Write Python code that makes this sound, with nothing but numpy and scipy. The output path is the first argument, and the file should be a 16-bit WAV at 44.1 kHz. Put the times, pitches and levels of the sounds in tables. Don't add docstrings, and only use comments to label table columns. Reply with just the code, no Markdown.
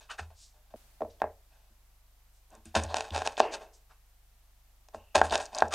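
import sys
import numpy as np
from scipy import signal
from scipy.fft import rfft, irfft, next_fast_len
from scipy.io import wavfile

SR = 44100
rng = np.random.default_rng(int(sys.argv[2]) if len(sys.argv) > 2 else 0)


def gain_from_db(level_db):
    decades = np.asarray(level_db, float) / 20
    return 10 ** decades


def materialize(psi):
    bounded = np.clip(np.atleast_2d(psi).T, -1, 1)
    quanta = np.round(bounded * 32767).astype(np.int16)
    wavfile.write(sys.argv[1], SR, quanta)


N = 253134
SCENE_CHANGE_S = .761


def rms_one(x):
    return x / np.sqrt(np.mean(x ** 2) + 1e-20)


def at_hz(points, hz):
    table_hz, value = np.transpose(points)
    return np.interp(np.log(hz), np.log(table_hz), value)


def ring(force, hz, t60):
    r, w = gain_from_db(-60 / (t60 * SR)), 2 * np.pi * hz / SR
    return signal.lfilter([0, np.sin(w)], [1, -2 * r * np.cos(w), r * r], force + 1e-18)


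def soften(x, cut_hz, kind="low", order=2):
    return signal.sosfilt(signal.butter(order, min(cut_hz, .45 * SR), kind, fs=SR, output="sos"), x)


def bandpass(x, low_hz, high_hz):
    return signal.sosfilt(signal.butter(2, [low_hz, high_hz], "band", fs=SR, output="sos"), x)


def coloured(spectrum):
    hz = np.maximum(np.fft.rfftfreq(N, 1 / SR), 1)
    return rms_one(irfft(rfft(rng.standard_normal(N)) * gain_from_db(at_hz(spectrum, hz)), N))


def swell(age, rise, fall):
    growing = np.sin(np.pi / 2 * np.clip(age / rise, 0, 1)) ** 2
    return np.where(age < rise, growing, np.exp((rise - age) / fall))


# f/Hz, level/dB [per Hz]
HISS_MID = [(75, -40), (110, -15), (150, -10.5), (180, -25), (210, -15), (330, -19), (480, -18.5),
            (700, -12.5), (1500, -18), (2600, -19.5), (10800, -22.5), (15500, -23.5), (16000, -29.5),
            (16600, -60.5)]
HISS_SIDE = [(12, -28), (20, -4), (94, -13.5), (194, -19), (271, -16), (349, -22.5), (563, -10.5),
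             (1730, -13.5), (13400, -15.5), (16300, -21)]
HISS_DB, HISS_JUMP_DB, HISS_SETTLE_S = -72, 7.5, .25


def microphone_hiss():
    t = np.arange(N) / SR
    settling = np.exp(np.minimum(SCENE_CHANGE_S - t, 0) / HISS_SETTLE_S)
    level = gain_from_db(HISS_DB + HISS_JUMP_DB * (t >= SCENE_CHANGE_S) * settling)
    return level * coloured(HISS_MID), gain_from_db(-2) * level * coloured(HISS_SIDE)


# f/Hz, level/dB [rms]
HUM = [(24.2, -65.5), (48.4, -63.5), (72.6, -79), (96.8, -78), (145.2, -85.5)]
# t/s, f/Hz
WHINE = [(0, 12300), (.8, 12300), (.95, 11900), (1.05, 12250), (1.95, 12350), (2.06, 11800), (2.2, 12200),
         (2.45, 11800), (3.3, 12000), (3.85, 11950), (3.93, 11350), (4.15, 12000), (4.38, 12200),
         (4.45, 11700), (4.8, 12200), (4.9, 11850), (5.1, 12300), (5.74, 12050)]
WHINE_WANDER_HZ, WANDER_RATE_HZ = 70, 20


def machines():
    t = np.arange(N) / SR
    turn = 2 * np.pi * HUM[0][0] * t
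    hum = sum(np.sqrt(2) * gain_from_db(db) * np.sin(2 * np.pi * hz * t + 6 * rng.random()) for hz, db in HUM)
    jitter = 110 * rms_one(soften(rng.standard_normal(N), 110))
    jitter += WHINE_WANDER_HZ * rms_one(soften(rng.standard_normal(N), WANDER_RATE_HZ))
    pitch = np.interp(t, *np.transpose(WHINE)) + jitter + 60 * np.sin(turn)
    whine = (1 + 0.42 * np.sin(turn)) * np.sin(2 * np.pi * np.cumsum(pitch) / SR)
    return hum + gain_from_db(-79) * whine


# f/Hz, t60/s
KITCHEN_T60 = [(150, 0.33), (500, 0.27), (1000, 0.2), (2500, 0.09), (6000, 0.15), (12000, 0.088)]
# f/Hz, level/dB
KITCHEN_LEVEL = [(150, 3), (600, 2.5), (1500, 2), (3000, 2.5), (6000, -16), (12000, -16.5)]


def walls_answer():
    t, out = np.arange(SR) / SR, 0
    white = rng.standard_normal((2, SR))
    edges = 120 * 2 ** np.arange(0, 7.1, .5)
    for k, (low, high) in enumerate(zip(edges, edges[1:])):
        band = bandpass(white[k % 2], low, high)
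        hz = np.sqrt(low * high)
        out = out + band * gain_from_db(at_hz(KITCHEN_LEVEL, hz) - 60 * t / at_hz(KITCHEN_T60, hz))
    return out * (1 - np.exp(-(t / 0.0051) ** 2))


def kitchen(x, walls):
    size = next_fast_len(N + len(walls))
    return irfft(rfft(x, size) * rfft(walls, size), size)[:N]


# t/s, push level/dB, softness/s, pat level/dB
THUMPS = [(0.199, -37.5, 0.0044, -60), (.738, -53.5, 0.0034, -46.5), (1.022, -45.5, 0.0093, -43),
          (1.222, -42.5, 0.0085, -42.5), (1.702, -70, .005, -65.5), (2.522, -57.5, 0.011, -61),
          (2.571, -63, .01, -56), (2.656, -49, 0.0026, -45.5), (2.76, -26, 0.0063, -26.5),
          (2.84, -28, 0.008, -45.5), (2.97, -46.5, .006, -50.5), (3.11, -30, 0.007, -43.5),
          (3.401, -56, .004, -42.5), (4.948, -47, 0.011, -49.5), (5.156, -29, 0.011, -35),
          (5.22, -24.5, 0.015, -38.5), (5.309, -19, 0.021, -42), (5.624, -38.5, 0.0038, -37.5)]
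# f/Hz, level/dB, t60/s
TABLE = [(80.4, 3.5, 0.37), (95, -12, 0.33), (145, -18, .15)]
# f/Hz, level/dB, t60/s
SLAB = [(156, -17, 0.12), (223.4, -4.5, 0.31), (270, -7.5, 0.033), (325, -3, 0.14)]


def table():
    push, pat = np.zeros((2, N))
    for s, push_db, soft, pat_db in THUMPS:
        shape, at = np.hanning(int(soft * SR) + 3), round(s * SR)
        push[at:at + len(shape)] += gain_from_db(push_db) * shape / shape.sum()
        pat[at] += gain_from_db(pat_db)
    push = gain_from_db(-50) * ring(push, 85, 0.092)
    legs = sum(gain_from_db(level_db) * ring(push, hz, t60) for hz, level_db, t60 in TABLE)
    slab = np.zeros(N)
    for k, (hz, level_db, t60) in enumerate(SLAB):
        slab += (-1) ** k * gain_from_db(level_db) * ring(pat, hz, t60)
    return soften(legs, 55, "high") + soften(soften(slab, 450), 130, "high")


# t/s, rise/s, fall/s, level/dB, centre f/Hz
SWISHES = [(.085, .03, .012, -41, 1300), (.085, .025, .015, -47, 2800), (.178, .017, .006, -39, 1500),
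           (1.222, .006, .025, -47, 1700), (3.408, .025, .075, -36.5, 540), (3.41, .04, .07, -48, 2000),
           (.19, .015, .04, -58, 150), (3.885, .03, .025, -62, 1200), (5.7, .05, .02, -34, 1150),
           (.0, 0.038, 0.014, -66, 4250), (.33, 0.11, .04, -56, 5700), (1.09, 0.018, 0.032, -65.5, 4500),
           (2.30, .07, 0.041, -73, 6600), (2.86, .05, .05, -52, 3800), (2.655, .005, .02, -58, 8000),
           (3.41, 0.026, 0.068, -45, 2630), (3.405, .02, 0.027, -46.5, 3930),
           (3.501, 0.048, 0.004, -43.5, 4700), (3.719, 0.027, 0.031, -61.5, 6220),
           (4.945, .01, 0.25, -68, 2740), (4.94, .008, .02, -60, 5900), (5.22, 0.034, .02, -48.5, 8200),
           (5.40, .03, 0.022, -51, 6060)]
# f/Hz, width [ratio of edge to centre]
SWISH_WIDTH = [(160, 1.2), (550, 1.55), (1400, 1.22), (2700, 1.06), (3900, 1.18), (5000, 1.5), (8000, 1.3)]


def swishes():
    out, white = np.zeros(N), rng.standard_normal(N)
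    for s, rise, fall, level_db, hz in SWISHES:
        width = max(at_hz(SWISH_WIDTH, hz), 1.03)
        span = slice(int(s * SR), int((s + rise + 7 * fall) * SR))
        noise = rms_one(bandpass(white[span], hz / width, hz * width))
        out[span] += gain_from_db(level_db) * swell(np.arange(len(noise)) / SR, rise, fall) * noise
    return out


# t/s, peak level/dB, f/Hz
SNAPS = [(4.886, -50, 5600), (.194, -30, 2700), (.115, -36, 1250), (1.2022, -47, 3750), (2.504, -53, 7790),
         (2.5516, -47, 7840), (2.6554, -41, 8200), (2.8362, -25.5, 7500), (2.8647, -41, 4404),
         (2.8898, -44, 3730), (3.106, -27, 3426), (3.1234, -36.5, 3792), (3.1461, -26, 4170),
         (3.2638, -18.5, 4850), (3.3226, -41, 6850), (3.3697, -27.5, 3660), (5.2972, -28.5, 4070),
         (5.3083, -22, 3600), (5.338, -16, 3640), (5.3774, -26.5, 6830), (5.4155, -35, 6870),
         (5.4556, -33.5, 6960), (5.462, -36, 5200), (5.5418, -42.5, 4980), (5.5483, -25.5, 5140),
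         (5.5557, -31, 6690), (5.5782, -26, 3760), (5.585, -17, 5600), (5.6052, -25.5, 4230),
         (5.6826, -41, 6930)]


def snaps():
    out, size = np.zeros(N), 512
    puffs = rng.standard_normal((len(SNAPS), size)) * np.exp(-np.arange(size) / (0.0017 * SR))
    for (s, peak_db, hz), puff in zip(SNAPS, puffs):
        at = round(s * SR)
        out[at:at + size] += gain_from_db(peak_db + 4.5) * bandpass(puff, hz / 1.3, min(hz * 1.24, .45 * SR))
    return out


# peak t/s, rise/s, board level/dB, rasp over board/dB
BITES = [(.116, .024, -51, 8), (.15, .02, -63, 1), (.195, .022, -49, 4), (2.548, .06, -56, -11),
         (3.14, .024, -40, -9), (3.388, .02, -42.5, 1), (3.544, .028, -41, 1), (3.63, .045, -51, -7),
         (3.919, .04, -70, 2), (5.159, .016, -17, -7), (5.346, .05, -28, -6), (5.594, .09, -38, -10),
         (5.78, .078, -27, 3)]
# peak t/s, fall/s, board level/dB, rasp over board/dB
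DRAGS = [(.005, .04, -62, 3), (.305, .022, -61, -9), (.227, .027, -60, -1), (.55, .09, -71.5, -7),
         (.708, .024, -68, -1), (1.008, .02, -51.5, -19), (1.201, .017, -55.5, -12), (1.527, .11, -72, .1),
         (2.658, .043, -69, 9), (2.745, .016, -38, -13), (2.757, .022, -23.5, -3), (2.825, .062, -45.5, -7),
         (2.912, .095, -42, -14), (2.963, .05, -43, 2), (3.045, .022, -49, -8), (3.155, .075, -38.5, -3.5),
         (3.255, .027, -37.5, -4), (3.397, .008, -35, 4), (3.44, .06, -41, -17), (4.941, .055, -54, -12),
         (5.18, .03, -36, -5), (5.24, .05, -36, -9), (5.402, .058, -47, -4)]
BITE_FALL_PER_RISE, DRAG_RISE_PER_FALL = .55, .3
RUB_CLACK_DB, RUB_CLACK_PER_BRIGHTNESS = 2.2, .7


def strokes():
    rows = [(s, rise, BITE_FALL_PER_RISE * rise, db, bright) for s, rise, db, bright in BITES]
    rows += [(s, DRAG_RISE_PER_FALL * fall, fall, db, bright) for s, fall, db, bright in DRAGS]
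    out = []
    for peak_s, rise, fall, board_db, bright in rows:
        clack_db = board_db + RUB_CLACK_DB + RUB_CLACK_PER_BRIGHTNESS * bright
        out.append((max(peak_s - rise, 0), rise, fall, board_db, clack_db, board_db + bright))
    return out


def crunches():
    t, rubs = np.arange(N) / SR, np.zeros((3, N))
    sizes = gain_from_db(4.4 * np.minimum(rng.exponential(1, N), 4)) * rng.choice([-1, 1], N)
    grains = rms_one(sizes * (rng.random(N) < 1000. / SR))
    smooth = rng.standard_normal((3, N))
    for s, rise, fall, *levels_db in strokes():
        span = slice(int(s * SR), int((s + rise + 7 * fall) * SR))
        grit = np.clip((levels_db[0] + 62) / 40, 0, .75)
        mix = np.sqrt(grit) * grains[span] + np.sqrt(1 - grit) * smooth[:, span]
        rubs[:, span] += gain_from_db(np.array(levels_db))[:, None] * swell(t[span] - s, rise, fall) * mix
    return rubs


# t/s, knock level/dB, hollow ring over knock/dB, crack over knock/dB
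KNOCKS = [(0.194, -37, -25, -3), (2.751, -21, -18, -4), (2.754, -27, 2, 6), (2.763, -21, 0, -15),
          (2.943, -23, -15, -2), (2.968, -28.5, -13, 5), (2.984, -37.5, -6, 4), (3.007, -30, -18, 3),
          (3.162, -25.5, -15, -2), (3.178, -30, -6, 0.1), (3.19, -37.5, -6, 2), (3.219, -25.5, -13, -7),
          (3.263, -27, -13, -12), (3.274, -24, -14, 3), (3.378, -31.5, -5, -4), (4.886, -53, -7, -3),
          (4.946, -34.5, -2, -17), (5.151, -21, -25, -2), (5.156, -15, -26, -1), (5.328, -23.5, -25, -5),
          (5.355, -20.5, -28, 3)]
# t/s, knock level/dB, ring, crack and clack over knock/dB
CHOPS = [
    (1.218, -20, -12, -15, -3),
    (3.402, -9.5, -8, -9, -12),
    (5.215, -9, -19, -15, -3),
    (5.622, -10.5, -18, -18, -4),
]
# t/s, ring level/dB, knock over ring/dB
DROPS = [
    (0.739, -35.5, -16),
    (1.007, -29, -20),
    (1.019, -22, -7),
    (1.032, -36.5, -15),
    (1.049, -37.5, -15),
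    (1.241, -25, -2.5),
]
CLACK_DB, CLACK_PER_HARDNESS = -3.5, .2
DROP_CLACK_DB, DROP_CRACK_DB = -23, -29


def strikes():
    rows = []
    for s, db, ring_db, hard in KNOCKS:
        rows.append((s, db, db + ring_db, db + CLACK_DB + CLACK_PER_HARDNESS * hard, db + hard))
    for s, db, ring_db, hard, clack_db in CHOPS:
        rows.append((s, db, db + ring_db, db + clack_db, db + hard))
    for s, db, knock_db in DROPS:
        rows.append((s, db + knock_db, db, db + DROP_CLACK_DB, db + DROP_CRACK_DB))
    return np.transpose(rows)


STRIKE_SPREAD_DB = 2.0


def body(modes, rub, at, strike_db, dull_db=0):
    out = np.zeros(N)
    luck = np.clip(rng.standard_normal((len(at), len(modes))), -1.5, 1.5)
    for k, (hz, level_db, t60) in enumerate(modes):
        force = rub.copy()
        octaves = np.log2(hz / modes[0][0])
        force[at] += gain_from_db(strike_db + STRIKE_SPREAD_DB * luck[:, k] - dull_db * octaves)
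        out += (-1) ** k * gain_from_db(level_db) * ring(force, hz, t60)
    return out


BOARD = [(800, 0, .013), (1150, -18, .02), (1010, -17, .025)]
HOLLOW = [(310, -11, .07), (375, -15, .06), (455, -10, .06), (545, -8, .06), (645, 0, .04), (600, -13, .09),
          (710, -10, .04)]
CLACK = [(1200, -9, .012), (1380, -5, .014), (1580, 0, .013), (1900, -11, .012)]
BLADE = [(2590, -2, 0.011), (3030, -5.5, 0.0085), (3707, -3.5, 0.0078), (4270, -5.5, 0.0065),
         (5080, -5.5, 0.0065), (5630, -6, 0.0061), (6915, -4.5, 0.0044), (7840, -11, 0.0076),
         (9146, -10, 0.0034)]


def cutting():
    board_rub, clack_rub, rasp = crunches()
    s, knock_db, hollow_db, clack_db, crack_db = strikes()
    at = np.round(s * SR).astype(int)
    knock = body(BOARD, gain_from_db(-13) * board_rub, at, knock_db + 8)
    hollow = body(HOLLOW, gain_from_db(-25.5) * board_rub, at, hollow_db + 3.0)
    clack = body(CLACK, gain_from_db(-19) * clack_rub, at, clack_db + 3)
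    bluntness_db = np.clip(0.26 * (knock_db - crack_db), 0, 9)
    steel = body(BLADE, gain_from_db(-15.5) * rasp, at, crack_db + 1.5, dull_db=bluntness_db)
    wood = soften(soften(knock, 450, "high") + soften(hollow, 420, "high"), 1400)
    clack = soften(soften(clack, 790, "high"), 2600)
    return wood + clack + soften(steel + gain_from_db(-5.5) * rasp, 2050, "high", order=3)


def scene():
    t = np.arange(N) / SR
    before = t < SCENE_CHANGE_S
    near = soften(cutting() + snaps() + swishes(), 9800, order=5)
    near = (near + table()) * (before | (t > SCENE_CHANGE_S + .15))
    walls = walls_answer()
    wet = before * kitchen(near * before, walls) + kitchen(near * ~before, walls)
    hiss_mid, hiss_side = microphone_hiss()
    mid = near + gain_from_db(-39.5) * wet + machines() + hiss_mid
    side = hiss_side + gain_from_db(-21.5) * soften(np.roll(near, 40), 4000, "high")
    side += gain_from_db(-59) * np.roll(near, 90)
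    return np.array([mid + side, mid - side])


def band_limit(x):
    return signal.sosfilt(signal.butter(12, 15900, fs=SR, output="sos"), x)


def record(dry):
    return band_limit(dry)


dry = scene()
out = record(dry)
materialize(out)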